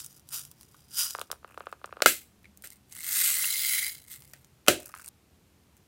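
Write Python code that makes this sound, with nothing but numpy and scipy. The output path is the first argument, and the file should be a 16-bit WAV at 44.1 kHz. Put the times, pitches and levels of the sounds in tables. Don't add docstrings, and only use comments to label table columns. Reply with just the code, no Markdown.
import sys
import numpy as np
from scipy import signal
from scipy.fft import rfft, irfft
from scipy.io import wavfile
from scipy.ndimage import uniform_filter1d

SR = 44100
rng = np.random.default_rng(int(sys.argv[2]) if len(sys.argv) > 2 else 0)


def store_wav(level_fs):
    pcm = np.round(np.clip(np.atleast_2d(level_fs), -1, 1) * 32767)
    wavfile.write(sys.argv[1], SR, pcm.T.astype(np.int16))


N = 258867
TIME = np.arange(N) / SR
AGE = np.arange(2 ** 14) / SR
HZ = np.fft.rfftfreq(len(AGE), 1 / SR)


def amp(db):
    return 10 ** (np.asarray(db) / 20)


def unit(x):
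    return x / np.sqrt(np.mean(x ** 2) + 1e-20)


def read(points, hz):
    f, value = np.transpose(points)
    return np.interp(np.log(hz + 1), np.log(f + 1), value)


def add(mix, s, sound):
    part = mix[max(round(s * SR), 0):][:len(sound)]
    part += sound[:len(part)]


def fade(t, t60):
    return np.exp(-np.log(1000) * t / t60)


def impulse(gain_db):
    cepstrum = irfft(np.log(amp(gain_db)))
    half = len(cepstrum) // 2
    cepstrum[1:half] *= 2
    cepstrum[half + 1:] = 0
    h = irfft(np.exp(rfft(cepstrum)))
    return h / np.linalg.norm(h)


def colour(x, gain_db):
    return signal.oaconvolve(x, impulse(gain_db))[:len(x)]


def hump(hz, width):
    return 1 / np.hypot(1, (HZ ** 2 - hz ** 2) / ((HZ + 1) * width))


def mode_db(modes):
    return sum(db * hump(hz, width) ** 2 for hz, width, db in modes)


def octaves():
    return np.log2((HZ + 1) / 1000)


def burst(t60):
    return rng.standard_normal(len(AGE)) * fade(AGE, t60)


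def reflect(x, t60, wet_db):
    tail = burst(t60)
    return x + amp(wet_db) * signal.oaconvolve(x, tail / np.linalg.norm(tail))[:len(x)]


def bending(lag_s):
    return np.exp(-4j * np.pi * lag_s * np.sqrt(1000 * HZ))


def follow(curve, column):
    points = np.array(curve)
    return np.interp(TIME, points[:, 0], points[:, column], left=-100, right=-100)


def swell_db(s, hold_s, rise_s, fall_s, crest=0):
    before = np.maximum((s - TIME) / rise_s, 0)
    after = np.maximum((TIME - s - hold_s) / fall_s, 0)
    away = before + after
    return np.maximum(-60 * (np.hypot(away, crest) - crest), -100)


def slides_db(slides):
    crest = .055
    return np.max([db + swell_db(s, 0, rise_s, fall_s, crest) for s, db, rise_s, fall_s in slides], axis=0)


def collisions(level_db, per_s, spread_db, contact_t60, linger_db):
    rate = per_s * amp(.6 * (level_db + 28)) + 50
    size = amp(spread_db * np.minimum(rng.exponential(1, N), 4))
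    power = (rng.random(N) < rate / SR) * size ** 2
    decay = fade(AGE, contact_t60) ** 2 + (amp(linger_db) * fade(AGE, .06)) ** 2
    power = abs(signal.oaconvolve(power, decay)[:N])
    power /= abs(uniform_filter1d(power, size=1800)) + 1e-6
    return np.sqrt(power) * rng.standard_normal(N)


def shifting(x, depth_db):
    z = signal.stft(x, nperseg=256)[2]
    quick, slow = rng.standard_normal((2, *z.shape))
    quick = unit(uniform_filter1d(uniform_filter1d(quick, size=14, axis=0), size=2, axis=1))
    slow = unit(uniform_filter1d(uniform_filter1d(slow, size=2, axis=0), size=40, axis=1))
    return unit(signal.istft(z * amp(depth_db * (quick + slow)), nperseg=256)[1][:N])


# peak t/s, level/dB (before the final trim), swell by 60 dB t/s, decay by 60 dB t/s
SHUT_SLIDES = [(0.0, -38.5, .1, 0.1266), (0.06, -48.5, -0.1, 0.3172), (0.188, -58, -0.24, 0.22),
               (0.345, -32, 0.1149, 0.2745), (0.625, -60, 0.3, 0.31), (0.79, -61.5, 1, .5),
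               (0.997, -24.5, 0.16, 0.3616)]
# f/Hz, relative level/dB
SHUT_TONE = [(290, -37), (700, -25.5), (1100, -12.5), (1450, -10), (2200, -17), (3000, -6.5), (4200, -11),
             (5000, -2.5), (5900, -8), (7500, -3.5), (9200, -3), (13000, -2.5), (16000, -6)]
# f/Hz, width f/Hz, boost level/dB
SHUT_MODES = [(1416, 129, 7), (2980, 137, 1), (3790.4, 160, 7), (4712, 144, -1.5), (4848, 160, 8),
              (5390, 100, 3.5), (5870, 450, 9.5), (6850, 220, 5.5), (8145, 200, 2.5), (9080, 210, 5),
              (9457, 200, 4.5)]


def shaken_beads():
    level_db = slides_db(SHUT_SLIDES)
    hits = collisions(level_db, per_s=2400, spread_db=2.2, contact_t60=.008, linger_db=-14)
    hits = shifting(hits, depth_db=1) * amp(level_db)
    body_db = read(SHUT_TONE, HZ) + mode_db(SHUT_MODES)
    tipped = np.interp(TIME, [.6, .9], [0, 1])
    tipped_db = body_db + 5 * hump(5000, 440) ** 2 + 4 * hump(3050, 267) ** 2
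    upright_sound = (1 - tipped) * colour(hits, body_db)
    tipped_sound = tipped * colour(hits, tipped_db)
    return amp(-1.0) * (upright_sound + tipped_sound)


# start t/s, length t/s, level/dB, pitch f/Hz
HUM = [(0, 0.98, -66.5, 140), (2.45, 0.744, -69.5, 201.8), (3.95, .6, -67.5, 135.1)]
# f/Hz, relative level/dB
ROOM_TONE = [(15, -58.5), (25, -35.5), (70, -1), (145, -10.5), (175, -9.5), (301, -13.5), (624, -22),
             (754, -22), (1610, -27), (2350, -27), (3720, -29.5), (14800, -34), (16000, -49.5)]


def room_tone():
    fade_s = 2.4
    hum = np.zeros(N)
    for s, length, db, hz in HUM:
        slow_db = -40 * np.log10(1 + (HZ / 25) ** 2).clip(0, 2.5)
        waver = colour(rng.standard_normal(N), slow_db)
        tone = unit(waver * np.sin(2 * np.pi * hz * TIME))
        hum += amp(db + swell_db(s, length, fade_s, fade_s)) * tone
    return hum + amp(-63) * colour(rng.standard_normal(N), read(ROOM_TONE, HZ))


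# t/s, peak level/dB (before the final trim), lows against highs level/dB
TICKS = [(0.0024, -29, -4.5), (0.046, -21, -11.5), (0.0626, -23, -7.5), (0.2898, -26, -3.5),
         (0.3336, -25.5, 9), (0.3934, -20, -2), (0.4513, -27.5, 4), (0.5144, -28.5, 4), (1.1079, -19.5, 13),
         (1.1943, -21, 14), (1.2144, -17.5, 24), (1.3154, -12.5, 7.5), (1.8584, -27.5, 2),
         (2.574, -30.5, -11.5), (2.6229, -30, -9.5), (2.6728, -25.5, -2), (2.7037, -28, 0.5),
         (2.9245, -26, 7), (2.9656, -24, 10.5), (4.336, -31, 5), (4.2221, -35, 14), (4.4462, -35.5, 11),
         (4.8595, -24.5, -18), (4.8802, -29, -21.5), (5.0608, -27, -5), (5.0796, -22.5, -2.5),
         (5.086, -23, -5)]
# f/Hz, relative level/dB
TICK_TONE = [(300, -33.5), (1000, -10), (2000, -17), (4000, -7), (6000, -3), (9000, 1.5), (12000, -3.5),
             (16000, -4.5)]


def ticks():
    out = np.zeros(N)
    for s, db, lows_db in TICKS + stray_ticks():
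        contact = burst(0.0052) + amp(-19.5) * burst(0.051)
        tick = colour(contact, read(TICK_TONE, HZ) + lows_db / (1 + (HZ / 4000) ** 2))
        add(out, s, amp(db) * tick / abs(tick).max())
    return amp(-2.0) * out


# start t/s, end t/s, rough number of ticks per second, typical peak level/dB (before the ticks' trim)
STRAYS = [(0.07, 0.21, 20.7, -37), (0.575, 0.64, 44.1, -34), (1.46, 1.83, 15.8, -41),
          (4.15, 4.32, 26, -41.5), (4.921, 5.08, 28, -38)]


def stray_ticks():
    strength_spread_db, lows_spread_db = 1.5, 9.5
    rows = []
    for start, end, per_s, db in STRAYS:
        gap, strength, lows = rng.uniform(-1.1, 1, size=(3, 40))
        times = start + np.cumsum(1 + gap) / per_s
        found = zip(times, db + strength_spread_db * strength, lows_spread_db * lows)
        rows += [row for row in found if row[0] < end]
    return rows


# t/s, peak level/dB (before the final trim), pitch f/Hz
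BUMPS = [(0.745, -39.5, 1360), (2.444, -39, 2281), (2.455, -36.5, 2230), (2.641, -34.5, 1920),
         (3.44, -20.5, 1395), (3.443, -17.5, 2820), (4.335, -37, 1883), (4.895, -37.5, 1270),
         (4.94, -24, 1254), (4.962, -33, 1297), (4.996, -33.5, 1320)]


def bumps():
    out = np.zeros(N)
    for s, db, hz in BUMPS:
        knock = burst(0.0102) + amp(-15) * burst(0.069)
        bump = colour(knock, 28 * np.log10(hump(hz, 382) + 0.039))
        add(out, s, amp(db) * bump / abs(bump).max())
    return amp(-5.0) * out


# t/s, peak level/dB
SLIPS = [(1.1493, -20.5), (1.1863, -26), (1.1985, -34), (1.2140, -24), (1.3015, -31), (1.3145, -31),
         (1.3275, -29.5), (1.4450, -30), (1.5752, -26), (1.6053, -28.5), (1.6685, -24.5), (1.7257, -25.5),
         (1.8425, -24), (1.9255, -27.5), (1.9685, -31), (2.0035, -28)]
# f/Hz, relative level/dB
SLIP_TONE = [(120, -41), (200, -26.5), (487, 1), (843, -5), (1230, 3), (1590, -3.5), (1890, -14.5),
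             (4010, -22), (5740, -34.5), (6260, -45.5), (12000, -49.5), (15600, -86), (22000, -120)]


def hinge():
    tilt, plain_db = .25, -28
    out = np.zeros(N)
    creep = [(1.15 + .85 * u, -54 + 11 * v) for u, v in rng.random((34, 2))]
    for s, db in SLIPS + creep:
        bright_db = max(tilt * (db - plain_db), -1)
        uneven_db = 1.5 * np.interp(HZ, np.linspace(0, SR / 2, num=70), rng.standard_normal(size=70))
        click = impulse(read(SLIP_TONE, HZ) + bright_db * octaves() + uneven_db)
        slip = irfft(rfft(click) * bending(lag_s=0.0014))
        add(out, s, amp(db) * slip / abs(slip).max())
    return reflect(out, t60=0.12, wet_db=-17.0)


# start t/s, length t/s, grit level/dB, shell ring level/dB (both before the final trim)
RUBS = [(1.467, 0.296, -66, -62.5), (1.85, .13, -74.5, -65.5), (4.8, 0.092, -49.5, -58.5),
        (4.95, 0.14, -51, -59), (5.753, .015, -63, -75)]


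def rubbing():
    attack_s, release_s = .05, .2
    strokes = []
    for s, length, *dbs in RUBS:
        strokes.append(np.add.outer(dbs, swell_db(s, length, attack_s, release_s)))
    grit_db, ring_db = np.max(strokes, axis=0)
    hits = collisions(grit_db, per_s=500, spread_db=3.5, contact_t60=.007, linger_db=-15)
    shell_db = 30 * np.log10(hump(2620, 420) + 1.25 * hump(1500, 450) + 1e-3)
    grit = colour(hits * amp(grit_db), read(TICK_TONE, HZ))
    ring = colour(hits * amp(ring_db), shell_db)
    return amp(-2.5) * (grit + ring)


# t/s, crack level/dB,
# brightness in dB per octave, wall note level/dB, ring level/dB, thud level/dB (gains of each part)
BLOWS = [(2.0211, -8, -1, -24.5, -33.5, -57), (2.06, -2.5, -0.2337, -6, -17, -43),
         (2.638, -54.5, -5.5, -56.5, -47.5, -87.5), (4.3349, -38, 3, -58, -56, -70),
         (4.6643, -39.5, 0.5, -54.5, -56, -67), (4.6749, -30.5, -2.5, -31.5, -35, -51.5),
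         (4.6828, -3.5, 0.21, -12, -17, -22.5)]
# f/Hz, relative level/dB
CRACK_TONE = [(60, -25.5), (200, -17), (400, -0.5), (600, 6.5), (800, -2), (980, -16.5), (1350, 0.5),
              (1800, -9), (2200, -4.5), (4000, -9), (8000, -11.5), (16000, -16.5)]
SHELL_TONE = [(100, -23), (300, -2.5), (600, -4), (980, -16.5), (1400, 3), (2000, -4), (2800, -5),
              (5000, -9.5), (8000, -6), (16000, -12.5)]
THUD_TONE = [(20, -30), (50, -14), (130, -5.5), (180, -11), (240, -6), (350, 2.5), (450, -6.5), (590, -1.5),
             (720, -12.5), (1100, -26.5), (4000, -48.5)]
# f/Hz, width f/Hz, boost level/dB
OPEN_MODES = [(387, 17, 2), (500, 35, 2.5), (594.6, 35, 6), (725.5, 51, 7), (1281, 65, 4.5),
              (1520, 46, 4.5), (1630, 60, 4), (2085, 55, 5), (2590, 73, 5), (2900, 57, 2.5), (3275, 110, 4),
              (4022, 120, 6.5)]
# f/Hz, decay by 60 dB t/s
SHELL_T60 = [(300, 0.24), (1000, 0.077), (2700, .23), (8000, 0.21), (16000, .17)]
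# f/Hz, relative level/dB, decay by 60 dB t/s
WALL_NOTES = [(1339, -0.5, .028), (1413.6, -9, 0.042), (2063, -6, 0.028), (2540, -10, 0.021)]


def blows():
    out = np.zeros(N)
    for s, crack_db, bright_db, wall_db, ring_db, thud_db in BLOWS:
        chatter = rng.choice([-1., 1.], len(AGE)) * np.exp(-(AGE / 0.0033) ** 2)
        chatter = signal.lfilter(*signal.butter(3, 1300, "high", fs=SR), chatter)
        push = irfft(bending(lag_s=.0009))
        contact = amp(13.0) * push + amp(-3) * chatter
        crack = colour(contact, read(CRACK_TONE, HZ) + bright_db * octaves())
        hz, t, z = signal.stft(rng.standard_normal(len(AGE)), SR, nperseg=256)
        dying = z * fade(t, read(SHELL_T60, hz)[:, None])
        shell = signal.istft(dying, SR, nperseg=256)[1][:len(AGE)]
        ring = colour(shell, read(SHELL_TONE, HZ) + mode_db(OPEN_MODES))
        thud = colour(burst(0.26) + amp(3) * burst(.025), read(THUD_TONE, HZ) + mode_db(OPEN_MODES))
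        wall = sum(amp(db) * fade(AGE, t60) * np.cos(2 * np.pi * f * AGE) for f, db, t60 in WALL_NOTES)
        struck = amp(crack_db) * crack + amp(wall_db) * wall
        add(out, s, struck + amp(ring_db) * ring + amp(thud_db) * thud)
    return out


# f/Hz, relative level/dB
OPEN_TONE = [(300, -41.5), (600, -29), (1000, -23.5), (1300, -11.5), (2000, -9), (2500, -5), (3200, -7),
             (4100, -4.5), (5300, -7.5), (7000, -4), (8500, -1), (10000, -3.5), (12000, -0.5),
             (16000, -3.5)]


def jolted_beads(s=2.069, db=-20):
    age = np.maximum(TIME - s, 0)
    level = amp(db) * np.minimum(age / 0.0044, 1) * fade(age, 0.27)
    hits = collisions(np.full(N, db), per_s=810, spread_db=1.5, contact_t60=.007, linger_db=-14.5)
    ringing_db = 4 * hump(7700, 600) ** 2 + 10 * hump(2120, 160) ** 2
    rattle = colour(hits * level, read(OPEN_TONE, HZ) + ringing_db)
    landing = np.zeros(N)
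    knock = np.sin(2 * np.pi * 1620 * AGE) * np.minimum(AGE / 0.0034, 1) * fade(AGE, 0.031)
    add(landing, 2.0745, amp(-24) * knock)
    return rattle + landing


# peak t/s, level/dB, swell by 60 dB t/s, decay by 60 dB t/s
OPEN_SLIDES = [(2.646, -43, 0.0289, 0.1162), (2.712, -51.5, 0.0022, .19), (2.926, -49, 0.0969, 0.18),
               (4.123, -42, 0.1565, 0.225), (4.215, -58, 0.41, 0.82)]
# t/s, flow level/dB, hollow's ring level/dB (both before their trims)
POUR = [(2.95, -50.5, -54.5), (3.148, -27.5, -42.5), (3.266, -24.5, -47), (3.374, -28.5, -41),
        (3.56, -29, -41.5), (3.74, -26.5, -36.5), (3.874, -34, -38.5), (4.0, -54, -70.5),
        (4.08, -64.5, -67.5)]
# f/Hz, relative level/dB
BARE_TONE = [(300, -44.5), (600, -31.5), (1100, -24), (1500, -13), (1900, -19.5), (2450, -8.5), (3100, -4),
             (4200, -6), (5600, -6), (7500, -2.5), (9500, -1.5), (11800, 2), (13300, -4), (16000, 1.5)]
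# f/Hz, width f/Hz, boost level/dB
BARE_MODES = [(2934, 330, 0.5), (3210, 370, 2.5), (4020.3, 300, 9.5), (4822, 250, 9), (6670, 150, 5.5),
              (8550, 490, 2.5), (11070, 300, 4.5)]


def poured_beads():
    flow_db, hollow_db = follow(POUR, column=1), follow(POUR, column=2)
    slide_db = slides_db(OPEN_SLIDES)
    level_db = np.maximum(flow_db, slide_db)
    hits = collisions(level_db, per_s=2000, spread_db=2.75, contact_t60=.009, linger_db=-15)
    hits = shifting(hits, depth_db=1.4)
    emptied = np.interp(TIME, [3.28, 3.55], [0, 1])
    stream = amp(1.5) * amp(flow_db)
    full_level = (1 - emptied) * stream + amp(slide_db)
    full = colour(hits * full_level, read(OPEN_TONE, HZ) + 4 * hump(8500, 800) ** 2)
    bare = colour(hits * emptied * stream, read(BARE_TONE, HZ) + mode_db(BARE_MODES))
    air_db = 30 * np.log10(hump(2070, 160) + hump(2190, 160) + 1e-4)
    build_up = amp(-3 * (1 - emptied) - 0.49)
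    ring_level = build_up * amp(hollow_db) + amp(slide_db - 15)
    ring = colour(hits * ring_level, air_db)
    return full + bare + ring


def scene():
    beads = shaken_beads() + jolted_beads() + poured_beads() + ticks()
    box = hinge() + rubbing() + bumps() + blows()
    heard = reflect(beads + box, t60=.18, wet_db=-18)
    mute_s = 5.091
    unmuted = (TIME < mute_s) | (TIME > mute_s + .5)
    return (heard * unmuted + room_tone())[None]


def record(dry):
    edge_hz = 15950
    low_pass = signal.firwin(511, edge_hz, window=("kaiser", 9), fs=SR)
    return signal.oaconvolve(np.clip(dry, -1, 1), low_pass[None], "same")


dry = scene()
out = record(dry)
store_wav(out)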